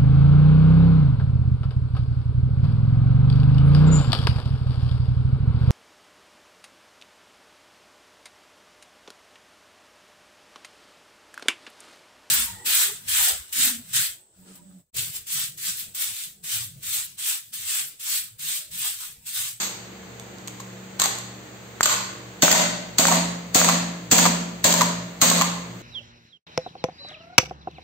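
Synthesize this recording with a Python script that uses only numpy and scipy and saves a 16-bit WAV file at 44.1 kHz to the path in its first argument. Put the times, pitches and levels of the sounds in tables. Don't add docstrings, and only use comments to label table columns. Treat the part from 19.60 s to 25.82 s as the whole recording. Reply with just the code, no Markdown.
import sys
import numpy as np
from scipy import signal
from scipy.fft import rfft, irfft
from scipy.io import wavfile
from scipy.ndimage import uniform_filter1d, minimum_filter1d

SR = 44100
rng = np.random.default_rng(int(sys.argv[2]) if len(sys.argv) > 2 else 0)


def store_wav(level_fs):
    pcm = np.round(np.clip(np.atleast_2d(level_fs), -1, 1) * 32767)
    wavfile.write(sys.argv[1], SR, pcm.T.astype(np.int16))


N = 274302


def amp(db):
    return 10 ** (np.asarray(db) / 20)


def evened(x):
    return x / np.sqrt(np.mean(x ** 2) + 1e-20)


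def read(points, hz):
    f, value = np.transpose(points)
    return np.interp(np.log(hz + 1), np.log(f + 1), value)


def add(mix, s, sound):
    part = mix[:, max(round(s * SR), 0):][:, :sound.shape[-1]]
    part += sound[..., :part.shape[1]]


# (frequency [Hz], correlation [0-1])
CHANNEL_LIKENESS = [(60, 0.92), (290, 0.51), (640, 0.45), (1400, 0), (16000, 0.15)]


def diffuse(spectrum, size):
    hz = np.fft.rfftfreq(size, 1 / SR)
    left, other = rfft(rng.standard_normal((2, size)))
    alike = np.clip(read(CHANNEL_LIKENESS, hz), -1, 1)
    right = alike * left + np.sqrt(1 - alike ** 2) * other
    return evened(irfft(np.array([left, right]) * amp(read(spectrum, hz)), size))


def gritty(size, grain_db, smoothing):
    return amp(grain_db * evened(uniform_filter1d(rng.standard_normal(size), size=smoothing)))


def burst(spectrum, decay, rise=0.00023, grain_db=2):
    t = np.arange(4096) / SR
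    grit = gritty(len(t), grain_db, smoothing=40)
    noise = evened(grit * diffuse(spectrum, size=len(t)))
    return noise * (1 - np.exp(-t / rise)) * np.exp(-t / decay)


def ring(modes, t):
    return sum(amp(db - 60 * t / t60) * np.sin(2 * np.pi * hz * t) for hz, db, t60 in modes)


def push(t, hz, decay):
    return t / decay * np.exp(1 - t / decay) * np.sin(2 * np.pi * hz * t)


# (frequency [Hz], relative level [dB], t60 [s])
RECEIVER_MODES = [(692, -2, 0.017), (880, 6.5, 0.016), (1044, 6.5, 0.028), (1090, -8.5, 0.029),
                  (1426, -15.5, 0.019), (1860, 0.5, 0.0056), (2330, -31, 0.0009)]
# (frequency [Hz], level per Hz [dB])
CLICK_SPECTRUM = [(100, -9), (500, -16.5), (1500, -1), (3000, -4), (4500, 3.5), (7000, 3.5), (12000, -5.5),
                  (16000, -1)]


def strike(bright_db, hollow_db, decay, pitch=1, contact=0.0026, shared=0.42, spectrum=CLICK_SPECTRUM):
    click = burst(spectrum, decay)
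    t = np.arange(click.shape[1]) / SR
    force = rng.standard_normal(click.shape) * np.exp(-t / contact)
    force = force + shared * force[::-1]
    response = np.diff(ring(RECEIVER_MODES, t * pitch))[None]
    body = signal.fftconvolve(force, response, axes=1)[:, :len(t)]
    body /= np.sqrt(np.mean(body[:, :SR // 200] ** 2, axis=1, keepdims=True))
    return amp(bright_db) * click + amp(hollow_db) * body


# (frequency [Hz], level per Hz [dB])
RASP_SPECTRUM = [(100, -7.5), (500, -8.5), (1500, -2.5), (3000, -1), (4500, 4.5), (7000, 4.5), (12000, 0),
                 (16000, -5.5)]


def slide(length, release, hollow_db, rise=.004, grain_db=0.5):
    t = np.arange(SR // 2) / SR
    grit = gritty(len(t), grain_db, smoothing=90)
    hiss = diffuse(RASP_SPECTRUM, size=len(t))
    response = np.diff(ring(RECEIVER_MODES, t))[None]
    body = evened(signal.fftconvolve(hiss, response, axes=1)[:, :len(t)])
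    envelope = (1 - np.exp(-t / rise)) * np.exp(-np.maximum(t - length, 0) / release)
    return (hiss + amp(hollow_db) * body) * evened(grit) * envelope


def drift(rate_hz):
    t = np.arange(N) / SR
    knots = rng.standard_normal(int(t[-1] * rate_hz) + 4)
    return evened(signal.resample(knots, N))


# (frequency [Hz], middle rms level [dB], largest waver either way [dB])
HUM_TONES = [(71, -59, 5), (119.3, -49, 7), (188.2, -47, 5.5), (216.6, -55.5, 2.5), (306, -57, 9),
             (357.3, -60, 10.5), (467, -54.5, 2)]
# (frequency [Hz], level per Hz [dB])
AIR_SPECTRUM = [(25, -26), (48, -11), (65, -28), (100, -0.5), (160, -0.5), (250, -1), (500, -0.5),
                (1000, -6), (2000, -7), (3000, -11), (7000, -14.5), (12000, -25), (16000, -16)]


def background(air_db=-40, phase_wander=0.39):
    t = np.arange(N) / SR
    hum = 0
    for hz, db, waver_db in HUM_TONES:
        level = amp(db + waver_db * np.tanh(drift(5.5)))
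        phase = phase_wander * drift(5.4)
        hum += np.sqrt(2) * level * np.sin(2 * np.pi * hz * t + phase)
    return hum + amp(air_db) * diffuse(AIR_SPECTRUM, size=N)


# (time [s], bright click level [dB], relative hollow body level [dB])
MAGAZINE_NOTCHES = [(1.3978, -4.5, -8.5), (1.4177, 0.5, -1), (1.4385, -7.5, -9), (1.457, -7, -2.5)]


def handling(rub_db=-22, seat_db=-23, body_db=-19, lead=.006, first_pitch=1.39, pitch_step=0.812):
    out = np.zeros((2, N))
    add(out, 0, amp(rub_db) * slide(length=0.036, release=0.038, hollow_db=-16, rise=0.00033))
    first, last = MAGAZINE_NOTCHES[0][0], MAGAZINE_NOTCHES[-1][0]
    seating = slide(length=last - first + lead, release=0.0068, hollow_db=-6.5, rise=0.0028)
    add(out, first - lead, amp(seat_db) * seating)
    for k, (s, click_db, hollow_db) in enumerate(MAGAZINE_NOTCHES):
        pitch = first_pitch * pitch_step ** k
        add(out, s, strike(click_db, body_db + hollow_db, decay=0.0023, pitch=pitch, spectrum=RASP_SPECTRUM))
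    return out


# (time [s], bright click level [dB], hollow body level [dB], click decay [s])
FINGER_TICKS = [(0.5976, -25.5, -49, 0.0013), (0.784, -25, -55, 0.0011), (0.8748, -17, -52, 0.0012),
                (0.8805, -14, -46, 0.0014), (0.999, -26, -39, .001), (1.002, -29.5, -38, 0.008),
                (1.585, -19.5, -50, 0.0024)]


def ticks():
    out = np.zeros((2, N))
    for s, bright_db, hollow_db, decay in FINGER_TICKS:
        add(out, s, strike(bright_db, hollow_db, decay, spectrum=RASP_SPECTRUM))
    return out


# (time [s], swing level [dB])
HEAVY_KNOCKS = [(2.208, 5.5), (2.881, 8.5), (3.4533, 8), (4.0152, 6), (4.589, 2)]


def knocks(edge_db=-14):
    out = np.zeros((2, N))
    swing = push(np.arange(SR // 20) / SR, hz=1390, decay=0.00028)
    for s, db in HEAVY_KNOCKS:
        add(out, s, amp(db) * swing)
        add(out, s, amp(db + edge_db) * burst(CLICK_SPECTRUM, decay=0.0049))
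    return out


def release(close_db=-3, bounce_delay=0.0044, spring_db=-21):
    out = np.zeros((2, N))
    pressed = 2.2299
    closed = pressed + .0274
    rasp = RASP_SPECTRUM
    add(out, pressed, strike(bright_db=-1.5, hollow_db=-33, decay=0.0054, spectrum=rasp))
    add(out, closed, strike(close_db + 1.5, close_db - 11, decay=0.0031, pitch=1.36, spectrum=rasp))
    bounce = strike(close_db - 2.5, close_db - 15, decay=0.0032, pitch=0.562, spectrum=rasp)
    add(out, closed + bounce_delay, bounce)
    add(out, closed, amp(spring_db) * slide(length=0.071, release=0.013, hollow_db=-2, rise=0.032))
    return out


# (time [s], blast level [dB], room boom level [dB], low thump level [dB],
# bolt's travel to the rear stop [s], cocking click level [dB], rear stop level [dB])
SHOT_EVENTS = [(2.821, 3.5, -10, 6.5, .106, 1, 0.5), (3.383, 0.5, -3.5, -3, 0.1, -4, 0.5),
               (3.945, 2, -3.5, 1, 0.1, -16, -2), (4.512, 0.5, -4, -5, 0.084, -1, -5.5),
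               (5.0406, -1, -4.5, -8, .099, -2.5, -2), (5.614, 1, -4.5, -5, 0.1, -3, -2)]
# (delay [s], relative level [dB])
VALVE_SNAPS = [(0.0003, -7.5), (0.002, 3), (0.0058, 3)]
# (frequency [Hz], level per Hz [dB])
BLAST_SPECTRUM = [(40, -21), (120, -1), (240, 12.5), (400, -1.5), (650, 17), (900, -1), (1500, 1),
                  (2800, 2.5), (4500, 4), (7000, 7.5), (12000, -4), (16000, 3.5)]
# (frequency [Hz], relative level [dB], t60 [s])
STAIRWELL_MODES = [(66.8, -40, 2.2), (115.3, -44.5, 4.1), (174.33, -10.5, 1.13), (187.6, -24, 0.78),
                   (224.7, -16.5, 0.72), (252, -16, 0.69), (263, -30.5, 1.48), (558, -28, 1.02),
                   (694, -33, 1.1), (641, -28, 1.21)]


def shots(blast_db=4.5, blast_delay=.0095, blast_decay=0.012, snap_db=-1, snap_decay=0.0042, thump_db=-3,
          swing_db=-28, swing_time=0.005, jolt_db=-13, boom_gain_db=5, boom_start=0.32, boom_build=0.1):
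    direct, boom = np.zeros((2, 2, N))
    t = np.arange(2 * SR) / SR
    thump = push(t, hz=266, decay=0.0018)
    build_up = 1 - (1 - boom_start) * np.exp(-(t / boom_build) ** 2)
    modes = amp(boom_gain_db) * ring(STAIRWELL_MODES, t) * build_up
    swell = np.exp(-t[:SR // 20][::-1] / swing_time)
    for s, db, boom_db, low_db, *_ in SHOT_EVENTS:
        swing = swell * diffuse(CLICK_SPECTRUM, size=len(swell))
        add(direct, s - len(swell) / SR, amp(swing_db) * swing)
        for delay, part_db in VALVE_SNAPS:
            add(direct, s + delay, amp(db + snap_db + part_db) * burst(CLICK_SPECTRUM, snap_decay))
        jolt = strike(db - 9.5, db + jolt_db, decay=0.026, pitch=1.006, contact=0.0097)
        add(direct, s + VALVE_SNAPS[-1][0], jolt)
        add(direct, s + blast_delay, amp(db + blast_db) * burst(BLAST_SPECTRUM, blast_decay, rise=0.0036))
        add(boom, s + blast_delay, amp(thump_db + low_db) * thump + amp(boom_db) * modes)
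    return direct, boom


def recoil(travel_db=-22, cock_lead=0.014, cock_gain_db=2, stop_click_db=-1, stop_body_db=-9,
           rattle_db=-9, rattle_spread_db=3, count=3):
    out = np.zeros((2, N))
    for s, _, _, _, travel, cock_db, stop_db in SHOT_EVENTS:
        rub = slide(length=1.54 * travel, release=0.027, hollow_db=-6.5, rise=0.073, grain_db=4.5)
        add(out, s, amp(travel_db) * rub)
        for k, (place, force) in enumerate(rng.random((count, 2))):
            db = rattle_db + rattle_spread_db * (2 * force - 1)
            rattle_time = s + .75 * travel * (k + 1 + place) / (count + 1)
            add(out, rattle_time, strike(db, db - 13, decay=0.00081, pitch=0.91))
        cock = strike(cock_db + cock_gain_db, cock_db - 23.5, decay=0.0051, pitch=0.63)
        add(out, s + travel - cock_lead, cock)
        stop = strike(stop_db + stop_click_db, stop_db + stop_body_db, decay=0.0034, pitch=0.898)
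        add(out, s + travel, stop)
    return out


# (time [s], relative level [dB], bounce level against the slam [dB])
BOLT_SLAMS = [(2.948, -7, 0), (3.515, -3, 2), (4.088, 1, -2), (4.6535, -1, -1), (5.2095, 0, 0),
              (5.812, 1, -1)]


def slams(click_db=-5, body_db=-10, decay=0.0024, bounce_delay=.0075, bounce_click_db=-4, chatter=0.0044,
          pitch=1.08, bounce_pitch=.95, settle_db=-19):
    out = np.zeros((2, N))
    for s, db, bounce_db in BOLT_SLAMS:
        add(out, s, strike(db + click_db, db + body_db, decay, pitch, contact=chatter))
        again_db = db + bounce_db
        bounce = strike(again_db + bounce_click_db, again_db + body_db, decay, bounce_pitch, contact=chatter)
        add(out, s + bounce_delay, bounce)
        settling = slide(length=0.011, release=0.014, hollow_db=-1, rise=.003, grain_db=3.5)
        add(out, s, amp(db + settle_db) * settling)
    return out


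# (frequency [Hz], t60 [s])
ROOM_DECAY = [(100, 0.47), (260, 1.2), (700, 0.71), (1800, 0.8), (4800, 0.71), (8000, 0.55), (14000, 0.4)]


def reflections(gap=0.00047, build=0.00036):
    noise = diffuse([(50, 0), (16000, 0)], size=3 * SR // 2)
    hz, t, z = signal.stft(noise, SR, nperseg=256)
    decay = amp(-60 * t / read(ROOM_DECAY, hz)[:, None])
    tail = signal.istft(z * decay, SR, nperseg=256)[1]
    since_gap = np.maximum(np.arange(tail.shape[1]) / SR - gap, 0)
    tail *= 1 - np.exp(-since_gap / build)
    return tail / np.linalg.norm(tail[0])


def room(x, count=3, bass_hz=150):
    sway = np.pi * np.arange(N) / SR / 2
    x = signal.sosfilt(signal.butter(2, bass_hz, "high", fs=SR, output="sos"), x)
    echo = 0
    for k in range(count):
        feed = np.sqrt(2 / count) * np.cos(sway + np.pi * k / count)
        echo = echo + signal.fftconvolve(x * feed, reflections(), axes=1)[:, :N]
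    return echo


def ports(x, lag=.00011):
    right = np.pad(x[1], (round(lag * SR), 0))[:N]
    return np.array([x[0], right])


def scene(shot_room_db=0, handling_room_db=-3, release_room_db=-1, recoil_room_db=-3, slam_room_db=-9.0,
          knock_room_db=-13, tick_room_db=-5):
    blast, boom = shots()
    sources = [(handling(), handling_room_db), (ticks(), tick_room_db), (knocks(), knock_room_db),
               (release(), release_room_db), (blast, shot_room_db), (recoil(), recoil_room_db),
               (slams(), slam_room_db)]
    echo = room(sum(amp(db) * sound for sound, db in sources))
    direct = ports(sum(sound for sound, db in sources))
    return direct + boom + echo + background()


def limiter(x, ceiling_db=-1.5, recovery_db_per_s=75):
    over_db = np.maximum(20 * np.log10(abs(x).max(0) + 1e-9) - ceiling_db, 0)
    climb = np.arange(N) / SR * recovery_db_per_s
    gain_db = climb - np.maximum.accumulate(over_db + climb)
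    held_db = minimum_filter1d(gain_db, size=31)
    return x * amp(uniform_filter1d(held_db, size=45))


PHONE_COLOUR_HZ = [4700, 4850, 6000, 6150, 7650, 7800, 8500, 8900, 11200, 11600, 15600, 16200]
PHONE_COLOUR_DB = [-3, -10, -8, 0, 1, -2, -2, -29, -57, -5.5, -6, -49]


def record(dry, low_cut_hz=58, edge_hz=16900):
    hz = np.fft.rfftfreq(2 * N, 1 / SR)
    colour = amp(np.interp(hz, PHONE_COLOUR_HZ, PHONE_COLOUR_DB))
    heard = limiter(irfft(rfft(dry, 2 * N) * colour)[:, :N])
    heard = signal.sosfilt(signal.butter(4, low_cut_hz, "high", fs=SR, output="sos"), heard)
    band_limit = signal.firwin(511, edge_hz, window=("kaiser", 9), fs=SR)
    return signal.oaconvolve(heard, band_limit[None], "same")


dry = scene()
out = record(dry)
store_wav(out)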